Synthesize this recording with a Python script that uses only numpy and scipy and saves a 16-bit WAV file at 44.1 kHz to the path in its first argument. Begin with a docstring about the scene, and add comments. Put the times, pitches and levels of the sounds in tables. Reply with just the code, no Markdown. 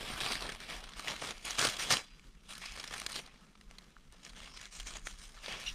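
"""On a forest floor, close by, a hand with a small knife cuts a mushroom out of dry leaves and gathers it.
The leaves rustle as swarms of tiny fractures, with louder single cracks among them. Stem, soil and
mushrooms give dull knocks, and the blade rings faintly as it flicks free. Something squeaks briefly at
the end. Under it all lie the rumble of a hand-held camera and a quiet forest."""
import sys
import numpy as np
from scipy import signal
from scipy.fft import rfft, irfft
from scipy.io import wavfile
from scipy.ndimage import uniform_filter1d

SR = 44100
rng = np.random.default_rng(int(sys.argv[2]) if len(sys.argv) > 2 else 0)


def to_wav(sig):
    """Store sig (one row per channel, or 1-D mono) as 16-bit WAV at the path in sys.argv[1].

    Samples outside -1..1 are clipped; the rate is SR.
    """
    pcm = np.clip(np.atleast_2d(sig), -1, 1) * 32767
    pcm = np.round(pcm).astype(np.int16)
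    wavfile.write(sys.argv[1], SR, pcm.T)  # frames by channels


N = 253134
TIME = np.arange(N) / SR
HZ = np.fft.rfftfreq(N, 1 / SR)
TYPICAL_CRACK_HZ, TYPICAL_CRACK_S = 3100, .0013

# The tone colour of dry leaves: pitch_hz, level_db
LEAF_SPECTRUM = [(40, -17.5), (130, -3), (280, -5.5), (420, -6), (900, -2.5), (1900, 0), (3200, 0.5),
                 (4800, -3), (6500, -5), (7900, -10.5), (9000, -7), (10500, -17), (13000, -23),
                 (15500, -36)]


def stirring():
    """Hand and knife push into the leaves: gives level_db, weight_db, crisp_db and sliding over time."""
    # Deep pushes add weight (lows); thin dry edges add crispness (highs):
    # start_s, hold_s, level_db, fall_db_per_s, weight_db, crisp_db, sliding_share
    pushes = [(-0.01, 0.19, -44, 150, 6, -1, .5), (0.194, 0.14, -38, 130, 2.5, -2, 0.37),
              (0.406, 0.074, -41.5, 154.5, 3.5, -4.5, 0.22), (0.581, 0.11, -50, 98, 1, -6, 0.54),
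              (0.678, 0.039, -44, 113, 6.5, -4, 0.76), (0.808, .13, -55, 100, 3, -8, 0.15),
              (0.954, 0.12, -49.5, 100, 2.5, 0, .3), (1.061, 0.042, -40.5, 137, 4.5, -3, .3),
              (1.201, 0.098, -43, 244, 3.5, -2, 0.3), (1.34, 0.054, -59.5, 200, 4, -5, 0.3),
              (1.439, 0.091, -42, 296, -1.5, -0.5, 0.33), (1.573, 0.083, -31, 170, 2, 0.5, 0.29),
              (1.779, 0.056, -40.5, 169.5, 4.5, 5, 0.65), (1.892, 0.044, -29.5, 273, 3.5, 1, 0.46),
              (2.033, .02, -59.5, 65, -17, -6, 0.13), (2.484, .03, -48.5, 136, -3, 3, 0.13),
              (2.598, .11, -51, 118, -6, -0.5, 0.24), (2.741, 0.096, -49.5, 120, 3.5, 0.5, 0),
              (2.908, 0.1, -48, 102, 3.5, 3, .15), (3.079, 0.037, -48.5, 105, -1, 4.5, 0.2),
              (3.135, 0.058, -46.5, 550, 6, 0.5, 0.37), (3.225, .03, -62, 50, 5, -16, .35),
              (3.685, 0.15, -67.5, 54, -2, -10, 0.1), (4.112, 0.026, -64, 87, 14, 1, 0.15),
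              (4.218, 0.024, -56, 140, 1, 1.5, 0.07), (4.346, 0.14, -54, 217, -0.5, 1.5, 0.23),
              (4.529, 0.13, -54.5, 348, -8, 0.5, .1), (4.711, 0.09, -53.5, 200, -3, 6, 0.2),
              (4.85, 0.12, -51.5, 300, 3.5, 2.5, 0.18), (5.046, 0.055, -54, 182, -5, 7, 0.4),
              (5.168, 0.11, -60, 100, -2, 9, 0.1), (5.329, 0.13, -60, 100, 2, -1, 0.5),
              (5.417, 0.054, -50.5, 102, -1, -1, 0.8), (5.474, .06, -45.5, 90, 5.5, -4.5, 0.92),
              (5.59, 0.093, -53.5, 100, -2, 6.5, 0.56)]
    resting_db = -73
    power, touch = np.full(N, amp(resting_db) ** 2), np.zeros((3, N))
    for start_s, hold_s, level_db, fall_db_per_s, *feel in pushes:
        press = swell(start_s, hold_s, attack_s=0.019, fall_db_per_s=fall_db_per_s)
        # The hand brushes the top leaves on its way in.
        brush = amp(-14 - 172 * abs(TIME - start_s)) * (TIME < start_s + hold_s)
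        push_power = amp(level_db) ** 2 * (press ** 2 + brush ** 2)
        power += push_power
        touch += np.outer(feel, push_power)  # the strongest push counts most
    return 10 * np.log10(power), *(touch / power)


def rustle(stir_db, weight_db, crisp_db, sliding, low_hz=850, high_hz=5500):
    """Leaves crackle and slide over each other; the touch sets their weight and crispness."""
    uneven_db = stir_db + wander(25)
    sliding = np.clip(sliding, 0, 1)
    crackle = np.sqrt(1 - sliding) * fracture_swarm()
    slide = np.sqrt(sliding) * noise(LEAF_SPECTRUM)
    both = rfft(crackle + slide)
    lows = 1 / (1 + (HZ / low_hz) ** 4)
    highs = 1 - 1 / (1 + (HZ / high_hz) ** 4)
    bands = ((lows, weight_db), (1 - lows - highs, 0), (highs, crisp_db))
    return sum(amp(uneven_db + lift_db) * irfft(both * band, N) for band, lift_db in bands)


def fracture(ring_hz, ring_share=0.36):
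    """One tiny break: a snap, and the short ring of the piece of leaf that it frees."""
    t = np.arange(325) / SR
    snap_s = 0.0003 * rng.uniform(0.45, 1.97)
    snap = rng.standard_normal(len(t)) * np.exp(-t / snap_s)
    ring_cycles = rng.uniform(0.53, 1.47)
    ring = np.sin(2 * np.pi * ring_hz * t) * np.exp(-t * ring_hz / ring_cycles)
    return unit(snap) + ring_share * unit(ring)


def fracture_swarm(per_s=2600, spread_db=3.0, clump_db=2.5, pitches=36):
    """A crackle of steady average level; the breaks come in clumps and a few are much larger."""
    sizes_db = spread_db * rng.exponential(1, N) + clump_db * wander(92)
    sizes = amp(np.minimum(sizes_db, 14))
    clicks = sizes * rng.choice([-1, 1], N) * (rng.random(N) < per_s / SR)
    piece = rng.integers(0, pitches, N)
    swarm = sum(signal.oaconvolve(clicks * (piece == k), fracture(ring_hz))[:N]
                for k, ring_hz in enumerate(np.linspace(600, 12000, pitches)))
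    swarm = colour(swarm, LEAF_SPECTRUM)
    power = uniform_filter1d(uniform_filter1d(swarm ** 2, 1300), 650)
    return swarm / np.sqrt(abs(power) + 1e-12)


def leaf_resonances(sound, patchy_db=2.0, patch_hz=650, patch_s=0.039, size=512):
    """Leaf after leaf comes under the fingers, and each favours its own pitches in the rustle."""
    # Bands of the rustle also swell or dip: brief resonances, and slow shifts in treble brightness:
    # middle_s, half_length_s, pitch_hz, width_hz, lift_db
    band_swells = [(0.285, .1, 4340, 700, 3.5), (.35, 0.5, 6500, 1600, -8), (.45, 0.82, 12100, 3020, 4.5),
                   (1.825, 0.032, 2430, 500, 5.5), (1.826, 0.065, 3220, 500, 3.5),
                   (2.66, 0.057, 2560, 500, 7.5), (2.673, 0.08, 5300, 700, 4), (3.156, 0.049, 4250, 800, 6),
                   (4.534, 0.056, 5400, 895, 10.5), (4.7, 0.63, 11200, 2500, -7),
                   (4.9, 0.23, 7000, 2200, 5.5), (5.567, 0.15, 2740, 1100, 6)]
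    hz, times, frames = signal.stft(sound, SR, nperseg=size, noverlap=size * 3 // 4)
    pitch_blur = np.exp(-(2 * (hz - hz[size // 4]) / patch_hz) ** 2)
    time_blur = np.exp(-(2 * (times[:size // 4] - times[size // 8]) / patch_s) ** 2)
    blur = np.outer(pitch_blur, time_blur)
    patches = unit(signal.fftconvolve(rng.standard_normal(frames.shape), blur, "same"))
    gain_db = patchy_db * (patches - patches[:size // 8].mean(0))
    for middle_s, half_s, pitch_hz, width_hz, lift_db in band_swells:
        during = np.exp(-((times - middle_s) / half_s) ** 4)
        gain_db += lift_db * during / (1 + (2 * (hz[:, None] - pitch_hz) / width_hz) ** 2)
    return signal.istft(frames * amp(gain_db), SR, nperseg=size, noverlap=size * 3 // 4)[1][:N]


def cracks(rows, ring_octaves=0.4, settle_db=-21, settle_s=.006):
    """Each crack is a quick tear that rings the broken piece, which then settles."""
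    out, t = np.zeros(N), np.arange(2048) / SR
    hz = np.geomspace(40, 16000, num=120)
    decades = np.log10(np.maximum(hz, 700) / TYPICAL_CRACK_HZ)
    for start_s, level_db, brightness_hz, time_scale_s, ring_hz in rows:
        rise = 1 - np.exp(-t / (0.4 * time_scale_s))
        tear = rise * np.exp(-(t / (2.15 * time_scale_s)) ** 2)
        settle = amp(settle_db) * np.exp(-t / settle_s)
        tilt_db = 16.8 * np.log(brightness_hz / TYPICAL_CRACK_HZ) * decades  # small pieces are brighter
        peak_db = 10 - np.log2(time_scale_s / TYPICAL_CRACK_S)  # slow tears ring less
        ring_db = peak_db / (1 + (2 * np.log2(hz / ring_hz) / ring_octaves) ** 2)
        shape = np.transpose([hz, spectrum(LEAF_SPECTRUM, hz) + tilt_db + ring_db])
        burst = colour((tear + settle) * rng.standard_normal(len(t)), shape)
        strength = np.sqrt(np.sum(burst ** 2) / (0.0026 * SR))  # as if packed into 2.6 ms
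        add(out, start_s, amp(level_db) * burst / strength)
    return out


def loud_cracks():
    """Single leaves and stalks break and stand out from the rustle."""
    # One break a row: start_s, level_db, brightness_hz, time_scale_s, ring_hz
    breaks = [(.2035, -33, 3000, .0012, 3600), (.262, -31.5, 2800, .0013, 2400),
              (.313, -37, 2800, 0.0003, 1400), (.319, -32.5, 3300, 0.0016, 4240),
              (.334, -43, 3300, .0004, 4320), (.3545, -33.5, 2090, 0.00028, 1960),
              (.4917, -40, 2300, 0.00094, 1910), (.5404, -51, 2700, 0.0019, 900),
              (.603, -42, 2700, 0.00072, 2120), (.7005, -40, 3500, 0.00048, 3400),
              (.763, -46, 2700, .0023, 2200), (.9935, -35, 2610, 0.0024, 1180),
              (1.0746, -33.5, 2540, .0002, 1970), (1.0813, -31.5, 3220, 0.001, 2620),
              (1.108, -37, 3100, 0.0013, 4280), (1.222, -38, 1980, .001, 890),
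              (1.2347, -39.5, 2100, 0.0021, 1200), (1.3074, -35, 3000, 0.0011, 2650),
              (1.379, -49, 3900, 0.0017, 5140), (1.4536, -39, 7840, 0.00018, 10300),
              (1.5073, -32, 3600, .001, 6000), (1.552, -40, 2800, .0024, 2600),
              (1.5913, -25.5, 4200, 0.0012, 5940), (1.61, -38, 3600, .0035, 3300),
              (1.6494, -30, 3100, 0.003, 885), (1.687, -31.5, 3100, 0.0015, 2800),
              (1.7354, -35.5, 2980, 0.005, 3930), (1.766, -37.5, 4800, 0.0028, 3180),
              (1.9043, -23.5, 2300, 0.0029, 4050), (1.922, -20.5, 3680, 0.0032, 5700),
              (1.9695, -27.5, 3200, 0.00071, 3100), (2.195, -54, 2670, 0.00075, 2200),
              (2.5515, -43, 4700, 0.0021, 4530), (2.5786, -44, 4300, .0021, 10500),
              (2.6547, -37.5, 3500, 0.0041, 5140), (2.7976, -37, 3400, 0.002, 4840),
              (2.839, -37.5, 3200, 0.0029, 2020), (2.8756, -40, 4300, 0.0022, 5160),
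              (2.9085, -39.5, 2230, 0.0028, 1210), (2.9363, -33.5, 2980, 0.0039, 1520),
              (2.9993, -38.5, 4200, 0.0011, 10120), (3.0163, -37.5, 2300, 0.0014, 1610),
              (3.0636, -29.5, 4150, 0.0015, 3960), (3.1183, -40.5, 5300, 0.0019, 8860),
              (3.1566, -36, 3300, .0016, 4830), (3.1618, -34, 3870, 0.00058, 4140),
              (3.2616, -49.5, 3920, 0.002, 4300), (3.5523, -53.5, 1600, 0.0023, 1000),
              (3.611, -52, 2400, 0.0011, 2000), (3.711, -49.5, 2100, 0.00061, 1600),
              (3.7835, -44, 3670, 0.0024, 4300), (4.1234, -55, 5300, 0.0013, 8900),
              (4.2492, -44.5, 3900, .0014, 6260), (4.264, -46, 3300, 0.0012, 2080),
              (4.292, -46.5, 2900, 0.0056, 4120), (4.572, -43.5, 3100, 0.0027, 3500),
              (4.6115, -44.5, 3500, .0028, 6700), (4.6552, -44, 3300, .0006, 3400),
              (4.7987, -37.5, 4040, 0.002, 3280), (4.8684, -37.5, 3630, 0.0039, 6060),
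              (4.968, -39.5, 3100, 0.0022, 6400), (5.0695, -36, 3100, 0.0026, 1900),
              (5.4612, -37.5, 3300, .0003, 3430), (5.483, -42.5, 2620, 0.00061, 880)]
    return cracks(breaks)


def small_cracks(stir_db, per_s=19, max_db=-40.5, tries=300):
    """Little pieces give way by chance, louder where the leaves are stirred harder."""
    at, chance = rng.integers(0, N, tries), rng.random(tries)
    loudness, brightness, length, ring = np.clip(rng.standard_normal((tries, 4)), -2, 2).T
    level_db = np.minimum(stir_db[at] + 4 + 2.5 * loudness, max_db)
    brightness_hz = TYPICAL_CRACK_HZ * 2 ** (0.6 * brightness)
    time_scale_s = TYPICAL_CRACK_S * 2 ** (0.97 * length)
    ring_hz = TYPICAL_CRACK_HZ * 2 ** (0.8 * ring)
    rows = np.transpose([at / SR, level_db, brightness_hz, time_scale_s, ring_hz])
    return cracks(rows[chance < per_s * N / SR / tries])


def knocks(cycles_to_peak=0.78):
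    """Soft, damp things swing only a few times when struck."""
    # Dull knocks into the stem, the soil and the mushrooms: start_s, level_db, pitch_hz
    hits = [(1.223, -34.5, 630), (1.612, -33, 686), (1.628, -35.5, 432), (1.651, -24.5, 526),
            (1.906, -29, 710), (1.922, -41, 115), (1.928, -37, 480), (2.776, -51, 550), (3.158, -45, 375),
            (3.9667, -42.5, 1430), (5.0708, -30, 1580), (5.481, -37.5, 540)]
    out, t = np.zeros(N), np.arange(2048) / SR
    for start_s, level_db, pitch_hz in hits:
        age = t * pitch_hz / cycles_to_peak
        add(out, start_s, amp(level_db) * age * np.exp(1 - age) * np.sin(2 * np.pi * pitch_hz * t))
    return out


def blade():
    """The thin steel rings on after each flick."""
    # The blade flicks free, then is brushed again: start_s, level_db, lift_per_higher_tone_db
    flicks = [(1.925, -37, -13), (2.112, -68, 1)]
    # The blade's own tones: pitch_hz, level_db, ring_s (time to fade by 60 dB)
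    tones = [(3994, 0, .23), (4840, 0, .46), (8926, -24, .2)]
    out, t = np.zeros(N), np.arange(SR // 2) / SR
    for start_s, level_db, lift_db in flicks:
        for k, (pitch_hz, tone_db, ring_s) in enumerate(tones):
            fade = amp(level_db + tone_db + k * lift_db - 60 * t / ring_s)
            add(out, start_s, fade * np.sin(2 * np.pi * pitch_hz * t))
    return out


def squeak(level_db=-39.5, jitter=0.034, octave_db=-8):
    """Fast sticking and slipping: a rubbery rasp that briefly catches into a clean, lower tone."""
    # The rasp around the tone: pitch_hz, level_db
    rasp_spectrum = [(1000, -38), (2300, -15), (2700, 1), (3200, -6), (3700, -1), (4050, -8), (4600, -20),
                     (9000, -43)]
    catch = np.exp(-((TIME - 5.6815) / 0.0053) ** 2)
    pitch_hz = 2865 - 100 * catch
    rough = 0.98 * (1 - catch)
    phase = 2 * np.pi * np.cumsum(pitch_hz * (1 + jitter * wander(660))) / SR
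    tone = (1 - rough) * unit(np.sin(phase))
    octave = amp(octave_db) * np.sqrt(rough) * unit(np.sin(2 * phase))
    rasp = rough * noise(rasp_spectrum)
    loudness = swell(start_s=5.661, hold_s=0.029, attack_s=.003, fall_db_per_s=600)
    return amp(level_db + 6.5 * catch) * loudness * (tone + octave + rasp)


def forest_echo(sound, scatter_db=-17, scatter_s=0.0014, trunks_db=-31, tail_s=0.26):
    """Fallen leaves scatter each sound for a few milliseconds; trunks send back a faint tail."""
    t = np.arange(SR // 2) / SR
    near = rng.standard_normal(len(t)) * np.exp(-t / scatter_s) * (t > .001)
    far = rng.standard_normal(len(t)) * amp(-60 * t / tail_s) * (t > .015)
    echo = amp(scatter_db) * near / np.linalg.norm(near) + amp(trunks_db) * far / np.linalg.norm(far)
    return sound + signal.fftconvolve(sound, echo)[:N]


def camera_rumble(swell_db=2.5):
    """The unsteady hand that holds the camera makes a low rumble."""
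    # How hard the hand shakes: time_s, level_db
    shake = [(0.0, -54.5), (0.46, -51.5), (0.69, -59.5), (0.77, -48), (1.04, -62.5), (1.36, -56),
             (2.67, -62.5), (2.7, -55), (3.61, -68.5), (3.69, -51.5), (3.88, -69), (4.14, -53.5),
             (4.22, -66), (4.32, -53.5), (4.68, -63.5), (4.8, -51.5), (5.48, -58), (5.74, -45.5)]
    # The tone colour of the rumble: pitch_hz, level_db
    rumble_spectrum = [(10, -21), (22, 0), (34, 2), (43, -1), (55, -14.5), (90, -20.5), (200, -31.5),
                       (500, -64)]
    level_db = np.interp(TIME, *np.transpose(shake)) + swell_db * wander(14)
    rumble = noise(rumble_spectrum)
    return amp(level_db) * rumble / np.sqrt(uniform_filter1d(rumble ** 2, 5000))


def forest(level_db=-64.5, swell_db=2.5):
    """The quiet forest is a soft, wavering wash of noise."""
    # The tone colour of the wash: pitch_hz, level_db
    forest_spectrum = [(50, 5), (95, -18), (140, 2), (200, 6), (300, -6.5), (420, -7.5), (700, -19),
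                       (1300, -11.5), (3000, -23.5), (6000, -20), (9000, -25.5), (12000, -30.5),
                       (15500, -44)]
    return amp(level_db + swell_db * wander(11)) * noise(forest_spectrum)


def stereo_spread(left):
    """Left and right are nearly alike; the highest fizz is wide and a little louder on the right."""
    # How much of each pitch sounds wide: pitch_hz, level_db
    width_spectrum = [(30, -29), (100, -20.5), (900, -53), (2800, -85), (5000, -23), (9000, -14.5),
                      (10700, -14), (11400, 2), (11900, -1), (16000, -1)]
    # How much louder the right side is: pitch_hz, lift_db
    right_lift = [(11500, 0), (12400, 4), (15500, 3)]
    whole = rfft(left)
    width = np.clip(amp(spectrum(width_spectrum, HZ)), 0, 1)
    scramble = np.exp(3j * wander(500))  # keeps the bursts but shifts their phase at random
    wide = (signal.hilbert(irfft(whole * width, N)) * scramble).real
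    right = whole * np.sqrt(1 - width ** 2) + rfft(wide)
    return np.array([left, irfft(right * amp(spectrum(right_lift, HZ)), N)])


def amp(db):
    """Turns decibels into gain."""
    return 10 ** (np.asarray(db) / 20)


def unit(x):
    """Scales a signal to an average power of 1."""
    return x / np.sqrt(np.mean(x ** 2) + 1e-20)


def spectrum(points, hz):
    """Reads the level in dB between (pitch_hz, level_db) points, on a log pitch axis."""
    pitch_hz, level_db = np.transpose(points)
    return np.interp(np.log(hz + 1), np.log(pitch_hz + 1), level_db)


def add(mix, start_s, sound):
    """Mixes a sound in at its start time."""
    part = mix[max(round(start_s * SR), 0):][:len(sound)]
    part += sound[:len(part)]


def colour(x, points, size=2048):
    """Filters to a tone colour without ringing ahead of a hit, so that snaps stay sharp."""
    log_gain = np.log(amp(spectrum(points, abs(np.fft.fftfreq(size, 1 / SR)))))
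    taps = np.fft.ifft(np.exp(np.conj(signal.hilbert(log_gain)))).real
    return signal.fftconvolve(x, taps[:size // 2])[:len(x)]


def noise(points):
    """Steady noise with the given tone colour."""
    return unit(irfft(rfft(rng.standard_normal(N)) * amp(spectrum(points, HZ)), N))


def wander(rate_hz):
    """A smooth random wobble, up to about the given rate."""
    return unit(irfft(rfft(rng.standard_normal(N)) * np.exp(-(HZ / rate_hz) ** 2), N))


def swell(start_s, hold_s, attack_s, fall_db_per_s):
    """Gain that rises, holds and dies away."""
    age_s = TIME - start_s
    return np.clip(age_s / attack_s, 0, 1) * amp(-np.clip(fall_db_per_s * (age_s - hold_s), 0, 200))


def scene():
    """Leaves, knife and squeak over the background, all in the middle."""
    stir_db, *touch = stirring()
    leaves = leaf_resonances(rustle(stir_db, *touch)) + loud_cracks()
    background = camera_rumble() + forest()
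    picking = leaves + knocks() + blade() + squeak() + small_cracks(stir_db)
    return stereo_spread(background + forest_echo(picking))


def record(dry, cutoff_hz=15600):
    """Cuts off the very highest treble."""
    lowpass = signal.firwin(401, cutoff_hz, window=("kaiser", 9), fs=SR)
    return signal.oaconvolve(dry, lowpass[None], "same")


dry = scene()
out = record(dry)
to_wav(out)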